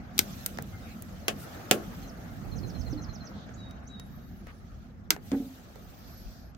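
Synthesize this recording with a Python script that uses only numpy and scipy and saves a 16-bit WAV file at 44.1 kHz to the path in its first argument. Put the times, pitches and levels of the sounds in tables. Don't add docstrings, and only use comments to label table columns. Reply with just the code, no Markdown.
import sys
import numpy as np
from scipy import signal
from scipy.io import wavfile
from scipy.ndimage import uniform_filter1d

SR = 44100
rng = np.random.default_rng(int(sys.argv[2]) if len(sys.argv) > 2 else 0)


def to_wav(sig):
    pcm = np.clip(np.atleast_2d(sig), -1, 1) * 32767
    pcm = np.round(pcm).astype(np.int16)
    wavfile.write(sys.argv[1], SR, pcm.T)


N = 289737

# start in seconds, relative level in dB,
# gains of the low, middle, high and top bands in dB, pan (left minus right) in dB.
CUTTER_SNIPS = [(0.1797, -42.5, -34, -42, 8.5, 5, 6), (0.1906, -18.5, -13.5, -14.5, -1.5, -1.5, 2.2),
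                (0.4612, -30.5, -25, -13.5, -8.5, 1.5, 0.81), (5.1048, -18, -16, -8.5, -2.5, -6.5, 0.5)]
CABINET_KNOCKS = [(1.2812, -26, -8, -5, -1.5, -9.5, 2.75), (1.7112, -12.5, -10, -12, -8.5, -12, 1)]
OFFCUT_TICKS = [(0.573, -47, -11, -2, -5, -17.5, -4), (0.5858, -37, -3, 2, -11.5, -15, -0.5),
                (0.6235, -47, -20.5, -27, -10, 2, -2), (1.0225, -50, -21, -8, -11, 6, 0),
                (3.491, -50.5, -0.5, -5, -16, -36, 1), (3.71, -53.5, -19, -14, -6, -10, -2),
                (3.997, -48, -11, -5.5, -3, -7, 1), (4.469, -50.5, -2.5, -3, -13, -12, 2),
                (5.163, -43, -3, -2, -14, -30, 2.5), (5.3165, -43, 0, -1, -3, -28, 2),
                (5.757, -47, -4, -11.5, -19, -18, -11), (6.548, -59.5, -6.5, -9.5, -2, -23, -1)]
# frequency in Hz, gain in dB.
SNIP_SPECTRUM = [(150, -15), (330, -1), (420, -8), (560, -18.5), (800, -16), (1200, -20), (1500, -6),
                 (1750, -17.5), (2150, -5), (3000, -8), (4200, -5.5), (6000, -7.5), (8600, -10.5),
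                 (10400, -17), (12400, -5), (16000, -16)]
KNOCK_SPECTRUM = [(70, -21), (125, 2.5), (200, -4.5), (350, 3), (500, -3), (700, -4.5), (800, -9),
                  (930, -24), (1350, -11), (1700, -13.5), (2000, -14), (2750, -11), (4060, -23),
                  (7200, -23), (10400, -28.5), (12800, -24.5), (16000, -29.5)]
TICK_SPECTRUM = [(150, -32), (450, 8), (950, -8), (1700, -6), (3000, -1), (6000, -2), (10000, -9),
                 (16000, -3)]
# lower and upper edge in Hz, base crack t60 and echo t60
# (time to fall 60 dB) in seconds, relative echo level in dB, left-right correlation from 0 to 1.
IMPACT_BANDS = [(119.4, 775, 0.025, 0.35, -16.5, .55), (690, 1900, 0.024, 0.13, -15, 0.07),
                (2500, 8000, 0.02, 0.096, -18.5, .1), (8000, 18000, 0.02, 0.15, -26, 0.05)]
# frequency in Hz, pan in dB.
IMPACT_PAN = [(200, -1), (500, -2), (1200, 0.5), (2500, 1.5), (3800, -0.5), (4700, -2), (6300, -6.5),
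              (8000, 0), (9000, 6), (10300, 7.5), (12000, -2.5), (14500, -5)]
# frequency in Hz, relative level in dB, t60 in seconds.
JAW_MODES = [(1470, -7, .04), (2110, -1, .06), (2620, -1, .07), (3380, -3, .07), (3770, -1, .07),
             (4350, -3, .07), (5250, -6, .05), (6100, -4, .05), (7400, -6, .05), (8800, -7, .04),
             (12700, -8, .04)]
CABINET_MODES = [(126, 8, 0.094), (210.5, 3, 0.34), (377, -8, 0.25), (433, -3, 0.26), (590, -5, 0.12),
                 (730, -5, 0.14), (1093, -16, 0.24), (1670, -10.5, 0.054), (1700, -11.5, 0.086),
                 (2500, -12, .09), (3000, -17.5, 0.14), (4650, -18, .1), (7090, -15.5, 0.075),
                 (7560, -24.5, 0.083)]
HOSE_MODES = [(262.6, 4.5, .38), (236, 5.5, 0.12), (289.6, -2.5, 0.17), (344.5, -8.5, 0.15),
              (454, -7.5, 0.18), (557, -20.5, 0.37), (740, -16.5, 0.16), (833, -18, 0.092)]
# start in seconds, gain in dB, factor on pitch and decay rate.
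HOSE_BUMPS = [(2.928, -35.5, 1.14), (5.3179, -30.5, 1), (5.3293, -26.5, 1.05), (5.3428, -28.5, 1),
              (5.401, -34, 0.98)]

# start and length in seconds, rustle, fizz and pan in dB.
ARM_STROKES = [(0.129, 0.52, -57, -59, 0.5), (0.593, 0.8, -64, -66, 0), (1.323, 0.87, -60, -62, 1),
               (2.136, 0.95, -66, -67.5, -0.5), (3.0, 0.78, -72.5, -95, -6), (4.007, 0.993, -72.5, -79, -1),
               (5.194, 0.42, -62, -62, 2), (5.5, 0.98, -66, -69, 2.5)]
# start and length in seconds, centre and bandwidth in Hz, level in dB.
SCUFFS_AND_BUFFET = [(0.83, 0.14, 2400, 600, -57), (1.37, 0.1, 11400, 8000, -53),
                     (3.315, 0.168, 3770, 1100, -59.5), (4.457, 0.07, 1430, 1490, -52),
                     (5.309, 0.057, 1400, 1100, -47.5), (5.848, 0.75, 4960, 1780, -62.5),
                     (6.221, 0.1, 47.6, 36, -43.5)]
# crest, rise and fall times in seconds, crest frequency in Hz,
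# limiting slope of the flanks in Hz per second, relative level in dB.
SQUEAK_ARCHES = [(1.93, 0.13, 0.16, 14600, 20000, -66), (3.04, .005, .09, 15800, 52000, -75),
                 (3.249, 0.14, 0.11, 14500, 21000, -74.5), (4.14, .07, .09, 15150, 16000, -74),
                 (4.2, 0.21, 0.11, 12950, 17000, -70), (4.32, 0.058, 0.11, 12100, 17000, -71),
                 (4.32, .07, .1, 15100, 19000, -74), (4.51, .08, .1, 11000, 8000, -75),
                 (5.93, .15, 0.076, 15600, 24000, -68), (6.0, 0.19, 0.088, 13900, 7000, -70),
                 (6.09, 0.035, 0.14, 12300, 8500, -59.5), (6.22, .01, 0.075, 11500, 17000, -75),
                 (6.22, .02, .31, 15800, 17000, -71), (6.25, .05, .24, 14100, 15000, -71)]

# time in seconds, frequency in Hz, relative level in dB, roughness from 0 to 1.
BIRD_PIP = [(0, 4380, -12, 0), (.010, 4190, 0, 0.05), (.021, 4115, 0, 0), (.031, 3950, -20, 0)]
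BIRD_SLUR = [(0, 5920, -15, 0.986), (.012, 6270, -6, 0.33), (.025, 6050, -6, 0.53), (.033, 5300, 1, .1),
             (.042, 4160, -5, 0)]
BIRD_RISE = [(0, 5380, -20.5, 0.47), (.017, 6470, 4, 0.64), (.035, 7400, -10, .3), (.048, 8200, -23, 0.085)]
BIRD_WHISTLE = [(0, 3920, -20, .1), (.028, 3895, -5, .08), (.05, 3860, -5, .08), (.075, 3785, 0, .03),
                (.145, 3775, -1.5, .03), (.175, 3760, -15, .03)]
# starts of the rise and of the whistle in seconds, gain in dB.
BIRD_CALLS = [(3.527, 3.566, -53.5), (3.86, 3.88, -51.5)]
# start and length in seconds, first and last pitch in Hz, relative level in dB.
FAR_CHIRPS = [(0.67, .05, 4200, 3800, -77.5), (0.72, 0.082, 2125, 2040, -64),
              (0.82, .045, 3697, 3750, -67.5), (0.885, .05, 4430, 3780, -68),
              (1.2, 0.086, 4440, 3900, -72.5)]

# start and length in seconds, peak level and pan in dB.
AIR_PUFFS = [(2.27, 0.3, -53, -26), (2.427, .42, -45.5, -29.5), (2.68, 0.5, -45.5, -28.5),
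             (3.052, 0.38, -59, -23), (4.897, 0.48, -54, -15)]
# frequency in Hz, relative level in dB.
RUSTLE_SPECTRUM = [(1350, -23.5), (2300, -1.5), (2550, -2), (3150, 0), (3780, -1), (5290, -2.5),
                   (6500, -1.5), (8120, -23), (9000, -21.5), (11700, -37.5), (19800, -120)]
FIZZ_SPECTRUM = [(4410, -36), (7500, 1), (8360, -4), (10600, -5), (11700, 2), (15100, 0.5), (15700, -3.5),
                 (16200, -11.5), (16500, -44)]
GUST_SPECTRUM = [(14, -30), (28, -10), (52, 4.5), (95, 1), (165, -1.5), (260, -10), (400, -17.5),
                 (800, -28.5), (1600, -49), (4000, -62.5)]
RUMBLE_SPECTRUM = [(14, -37), (22, -32.5), (30, -21.5), (38, -3.5), (50, 3.5), (65, 2), (91, 2.5),
                   (135, -1.5), (203, 2), (262, -3), (300, -14), (420, -23), (550, -49.5), (900, -100)]
YARD_SPECTRUM = [(190, -34), (330, -3), (405, -12.5), (472, -8), (590, -8), (710, -5), (850, -11),
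                 (957, -17), (1320, -10), (1470, -13), (1650, -13.5), (2800, -28), (3640, -50.5),
                 (6160, -120)]
# time in seconds, gain in dB.
DRONE_DRIFT = [(0, -44), (1.6, -43.5), (3.75, -43), (4.6, -48.5), (6.57, -50.5)]
YARD_DRIFT = [(0, -53), (1.0, -55.5), (1.6, -49), (2.2, -52.5), (3.4, -53.5), (4.25, -59.5), (5.0, -62.5),
              (6.1, -57.5), (6.57, -62.5)]
# frequency in Hz, correlation from -1 to 1.
NOISE_CORRELATION = [(60, .68), (130, .8), (290, .85), (640, .25), (1400, -.1), (3100, 0), (15000, -.1)]
# frequency in Hz, pan in dB.
NOISE_PAN = [(60, -0.5), (110, 0), (200, -2.5), (380, -1.5), (700, -0.5), (1290, 3), (2380, -0.5),
             (4400, -4.5), (8120, -0.5), (15000, -6)]


def snips():
    return impacts(CUTTER_SNIPS, SNIP_SPECTRUM, JAW_MODES,
                   level_db=-2.3, crack_scale=0.71, echo_db=-2, ring_db=-21.5)


def knocks():
    return impacts(CABINET_KNOCKS, KNOCK_SPECTRUM, CABINET_MODES,
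                   level_db=0, crack_scale=0.85, echo_db=5.5, ring_db=-5)


def ticks():
    return impacts(OFFCUT_TICKS, TICK_SPECTRUM, CABINET_MODES,
                   level_db=-3, crack_scale=0.61, echo_db=-5, ring_db=-25)


def impacts(rows, spectrum, modes, level_db, crack_scale, echo_db, ring_db, rise_s=0.0003):
    t = np.arange(SR // 2) / SR
    ringing = gain_of(ring_db) * unit_rms(ring(modes, t))
    attack = 1 - np.exp(-t / rise_s)
    out = np.zeros((2, N))
    for start_s, db, *bands_db, pan_db in rows:
        for band_db, band in zip(bands_db, IMPACT_BANDS):
            low_hz, high_hz, crack_t60, echo_t60, band_echo_db, correlation = band
            crack = noise_pair(len(t), correlation) * gain_of(-60 * t / (crack_t60 * crack_scale))
            echoes = noise_pair(len(t), correlation) * gain_of(echo_db + band_echo_db - 60 * t / echo_t60)
            burst = unit_rms(coloured(crack + echoes, spectrum))
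            bandpass = signal.butter(3, [low_hz, high_hz], "band", fs=SR, output="sos")
            sound = signal.sosfilt(bandpass, (burst + ringing) * attack)
            sound /= np.std(sound[:, :SR // 50])
            add(out, start_s, gain_of(db + level_db + band_db) * panned(pan_db) * sound)
    return out


def at_microphones(sound):
    left = coloured(sound[:1], [(hz, db / 2) for hz, db in IMPACT_PAN])
    right = coloured(sound[1:], [(hz, -db / 2) for hz, db in IMPACT_PAN])
    return np.vstack([left, right])


def hose(rise_s=0.0021):
    t = np.arange(SR) / SR
    attack = 1 - np.exp(-t / rise_s)
    out = np.zeros((2, N))
    for start_s, db, pitch in HOSE_BUMPS:
        add(out, start_s, gain_of(db) * panned(-1.5) * ring(HOSE_MODES, pitch * t) * attack)
    return out


def scuffs_and_buffet():
    out = np.zeros((2, N))
    for start_s, length_s, hz, width_hz, db in SCUFFS_AND_BUFFET:
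        n = round(length_s * SR)
        bandpass = signal.butter(2, [hz - width_hz / 2, hz + width_hz / 2], "band", fs=SR, output="sos")
        noise = unit_rms(signal.sosfilt(bandpass, rng.standard_normal((2, n))))
        add(out, start_s, gain_of(db) * noise * signal.windows.tukey(n, 0.7))
    return out


def rubbing(t, attack_s=0.08, release_s=0.15, sag_db=-2):
    rustle = noise_bed(RUSTLE_SPECTRUM, patchy_db=2.4, flicker_db=1.2, size=512)
    fizz = noise_bed(FIZZ_SPECTRUM, patchy_db=3.5, flicker_db=0.6, size=512)
    out = np.zeros((2, N))
    for start_s, length_s, rustle_db, fizz_db, pan_db in ARM_STROKES:
        age = t - start_s
        speed = np.clip(np.minimum(age / attack_s, (length_s - age) / release_s), 0, 1)
        speed *= gain_of(sag_db * np.clip(age / length_s, 0, 1))
        out += speed * panned(pan_db) * (gain_of(rustle_db) * rustle + gain_of(fizz_db) * fizz)
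    return out


def squeaks(level_db=-6.5, crest_rounding_s=0.038):
    out = np.zeros((2, N))
    for crest_s, rise_s, fall_s, crest_hz, hz_per_s, db in SQUEAK_ARCHES:
        t = np.arange(-rise_s, fall_s, 1 / SR)
        arch_hz = crest_hz - hz_per_s * (np.hypot(t, crest_rounding_s) - crest_rounding_s)
        for ratio, waver, strand_db in [(1, 0.008, 0), (1.06, 0.016, -9)]:
            hz = arch_hz * (ratio + waver * wander(len(t), size=800))
            flutter_db = 3.5 * wander(len(t), size=500)
            strand = glide(hz, db + level_db + strand_db + flutter_db, jitter=0.0029)
            add(out, crest_s - rise_s, strand * panned(-12))
    return out


def bird(trill_s=2.514, step_s=0.1145, slur_delay_s=0.04):
    song = np.zeros((2, N))
    trill = [(trill_s + k * step_s, -52) for k in range(7)]
    for start_s, db in [(2.025, -56)] + trill:
        add(song, start_s, gain_of(db) * syllable(BIRD_PIP))
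        add(song, start_s + slur_delay_s, gain_of(db - 1) * panned(-8) * syllable(BIRD_SLUR))
    for rise_s, whistle_s, db in BIRD_CALLS:
        add(song, rise_s, gain_of(db - 8.5) * panned(-7) * syllable(BIRD_RISE))
        add(song, whistle_s, gain_of(db) * syllable(BIRD_WHISTLE))
    return scattered(song, near_db=-4, near_t60=0.12, far_db=-15, far_t60=1.9)


def syllable(shape, buzz=0.086, waver=0.0025, flutter_db=0.6):
    hz, db, roughness = follow(shape, np.arange(0, shape[-1][0], 1 / SR))
    hz *= 1 + waver * wander(len(hz), size=500)
    db += flutter_db * wander(len(hz), size=300)
    return glide(hz, db, jitter=buzz * roughness) * panned(0.29)


def far_chirps(level_db=-3):
    out = np.zeros((2, N))
    for start_s, length_s, first_hz, last_hz, db in FAR_CHIRPS:
        hz = np.linspace(first_hz, last_hz, round(length_s * SR))
        add(out, start_s, glide(hz, db + level_db, jitter=0.013) * panned(0.5))
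    return scattered(out, near_db=7, near_t60=0.12, far_db=-12.5, far_t60=1.5)


def scattered(song, near_db, near_t60, far_db, far_t60):
    t = np.arange(SR) / SR
    tails = sum(gain_of(db) * unit_rms(rng.standard_normal((2, SR)) * gain_of(-60 * t / t60))
                for db, t60 in [(near_db, near_t60), (far_db, far_t60)])
    return song + signal.fftconvolve(song, tails / np.sqrt(SR), axes=1)[:, :N]


def gusts(t, swell_share=0.38):
    envelope = np.zeros((2, N))
    for start_s, length_s, db, pan_db in AIR_PUFFS:
        swell = np.interp((t - start_s) / length_s, [0, swell_share, 1], [0, 1, 0])
        envelope += gain_of(db) * panned(pan_db) * swell
    return envelope * noise_bed(GUST_SPECTRUM, patchy_db=3, flicker_db=1.3, size=2048)


def yard(t):
    drift_db, = follow(YARD_DRIFT, t)
    wash = noise_bed(YARD_SPECTRUM, patchy_db=2, flicker_db=1, size=1024)
    hiss = gain_of(-16) * noise_bed(RUSTLE_SPECTRUM, patchy_db=4, flicker_db=0.6, size=512)
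    fizz = gain_of(-25) * noise_bed(FIZZ_SPECTRUM, patchy_db=5, flicker_db=3, size=512)
    return gain_of(drift_db) * (wash + hiss + fizz)


def rumble(t, crossover_hz=84, deep_db=-45):
    noise = panned(0.48) * noise_bed(RUMBLE_SPECTRUM, patchy_db=1, flicker_db=1.5, size=4096)
    deep = signal.sosfiltfilt(signal.butter(3, crossover_hz, fs=SR, output="sos"), noise)
    drone_db, = follow(DRONE_DRIFT, t)
    return gain_of(deep_db) * deep + gain_of(drone_db) * (noise - deep)


def noise_bed(spectrum, patchy_db, flicker_db, size):
    hz = np.fft.rfftfreq(size, 1 / SR)
    hop = size // 4
    frames = N // hop + 5
    left_re, left_im, other_re, other_im, patches = rng.standard_normal((5, frames, len(hz)))
    patches = uniform_filter1d(patches, size=8, axis=0)
    patches = unit_rms(uniform_filter1d(patches, size=6, axis=1))
    flicker = unit_rms(uniform_filter1d(rng.standard_normal((frames, 1)), size=5, axis=0))
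    correlation = at_frequency(NOISE_CORRELATION, hz)
    left = left_re + 1j * left_im
    right = correlation * left + np.sqrt(1 - correlation ** 2) * (other_re + 1j * other_im)
    spectra = np.array([left, right]) * panned(at_frequency(NOISE_PAN, hz))[:, None]
    spectra *= gain_of(at_frequency(spectrum, hz) + patchy_db * patches + flicker_db * flicker)
    _, noise = signal.istft(spectra.swapaxes(1, 2), nperseg=size, noverlap=size - hop)
    return noise[:, :N] / np.std(noise[:, :N].mean(0))


def ring(modes, t):
    return sum(gain_of(db - 60 * t / t60) * np.sin(2 * np.pi * hz * t) for hz, db, t60 in modes)


def glide(hz, db, jitter):
    wobble = unit_rms(uniform_filter1d(rng.standard_normal(len(hz)), size=40))
    cycles = np.cumsum(hz * (1 + jitter * wobble)) / SR
    return np.sqrt(2) * gain_of(db) * np.sin(2 * np.pi * cycles) * signal.windows.tukey(len(hz), 0.15)


def coloured(x, spectrum, size=2048):
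    hz = abs(np.fft.fftfreq(size, 1 / SR))
    log_gain = np.log(gain_of(np.maximum(at_frequency(spectrum, hz), -70)))
    taps = np.fft.ifft(np.exp(np.conj(signal.hilbert(log_gain)))).real
    return signal.fftconvolve(x, taps[None], axes=1)[:, :x.shape[1]]


def noise_pair(n, correlation):
    shared = np.sqrt(correlation) * rng.standard_normal(n)
    return shared + np.sqrt(1 - correlation) * rng.standard_normal((2, n))


def wander(n, size):
    return unit_rms(uniform_filter1d(uniform_filter1d(rng.standard_normal(n), size), size))


def at_frequency(points, hz):
    table_hz, values = np.transpose(points)
    return np.interp(np.log(hz + 1), np.log(table_hz + 1), values)


def follow(rows, t):
    times, *columns = np.transpose(rows)
    return [np.interp(t, times, column) for column in columns]


def gain_of(db):
    return 10 ** (np.asarray(db) / 20)


def unit_rms(x):
    return x / np.sqrt(np.mean(x ** 2) + 1e-20)


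def panned(db):
    return gain_of(np.array([[0.5], [-0.5]]) * db)


def add(mix, start_s, sound):
    part = mix[:, max(round(start_s * SR), 0):][:, :sound.shape[1]]
    part += sound[:, :part.shape[1]]


def scene():
    t = np.arange(N) / SR
    foreground = at_microphones(snips() + knocks() + ticks()) + hose() + scuffs_and_buffet()
    background = gusts(t) + yard(t) + rumble(t)
    return foreground + background + rubbing(t) + bird() + far_chirps() + squeaks()


def record(dry, cutoff_hz=16200):
    taps = signal.firwin(255, cutoff_hz, window=("kaiser", 8), fs=SR)
    return signal.oaconvolve(np.clip(dry, -1, 1), taps[None], "same")


dry = scene()
out = record(dry)
to_wav(out)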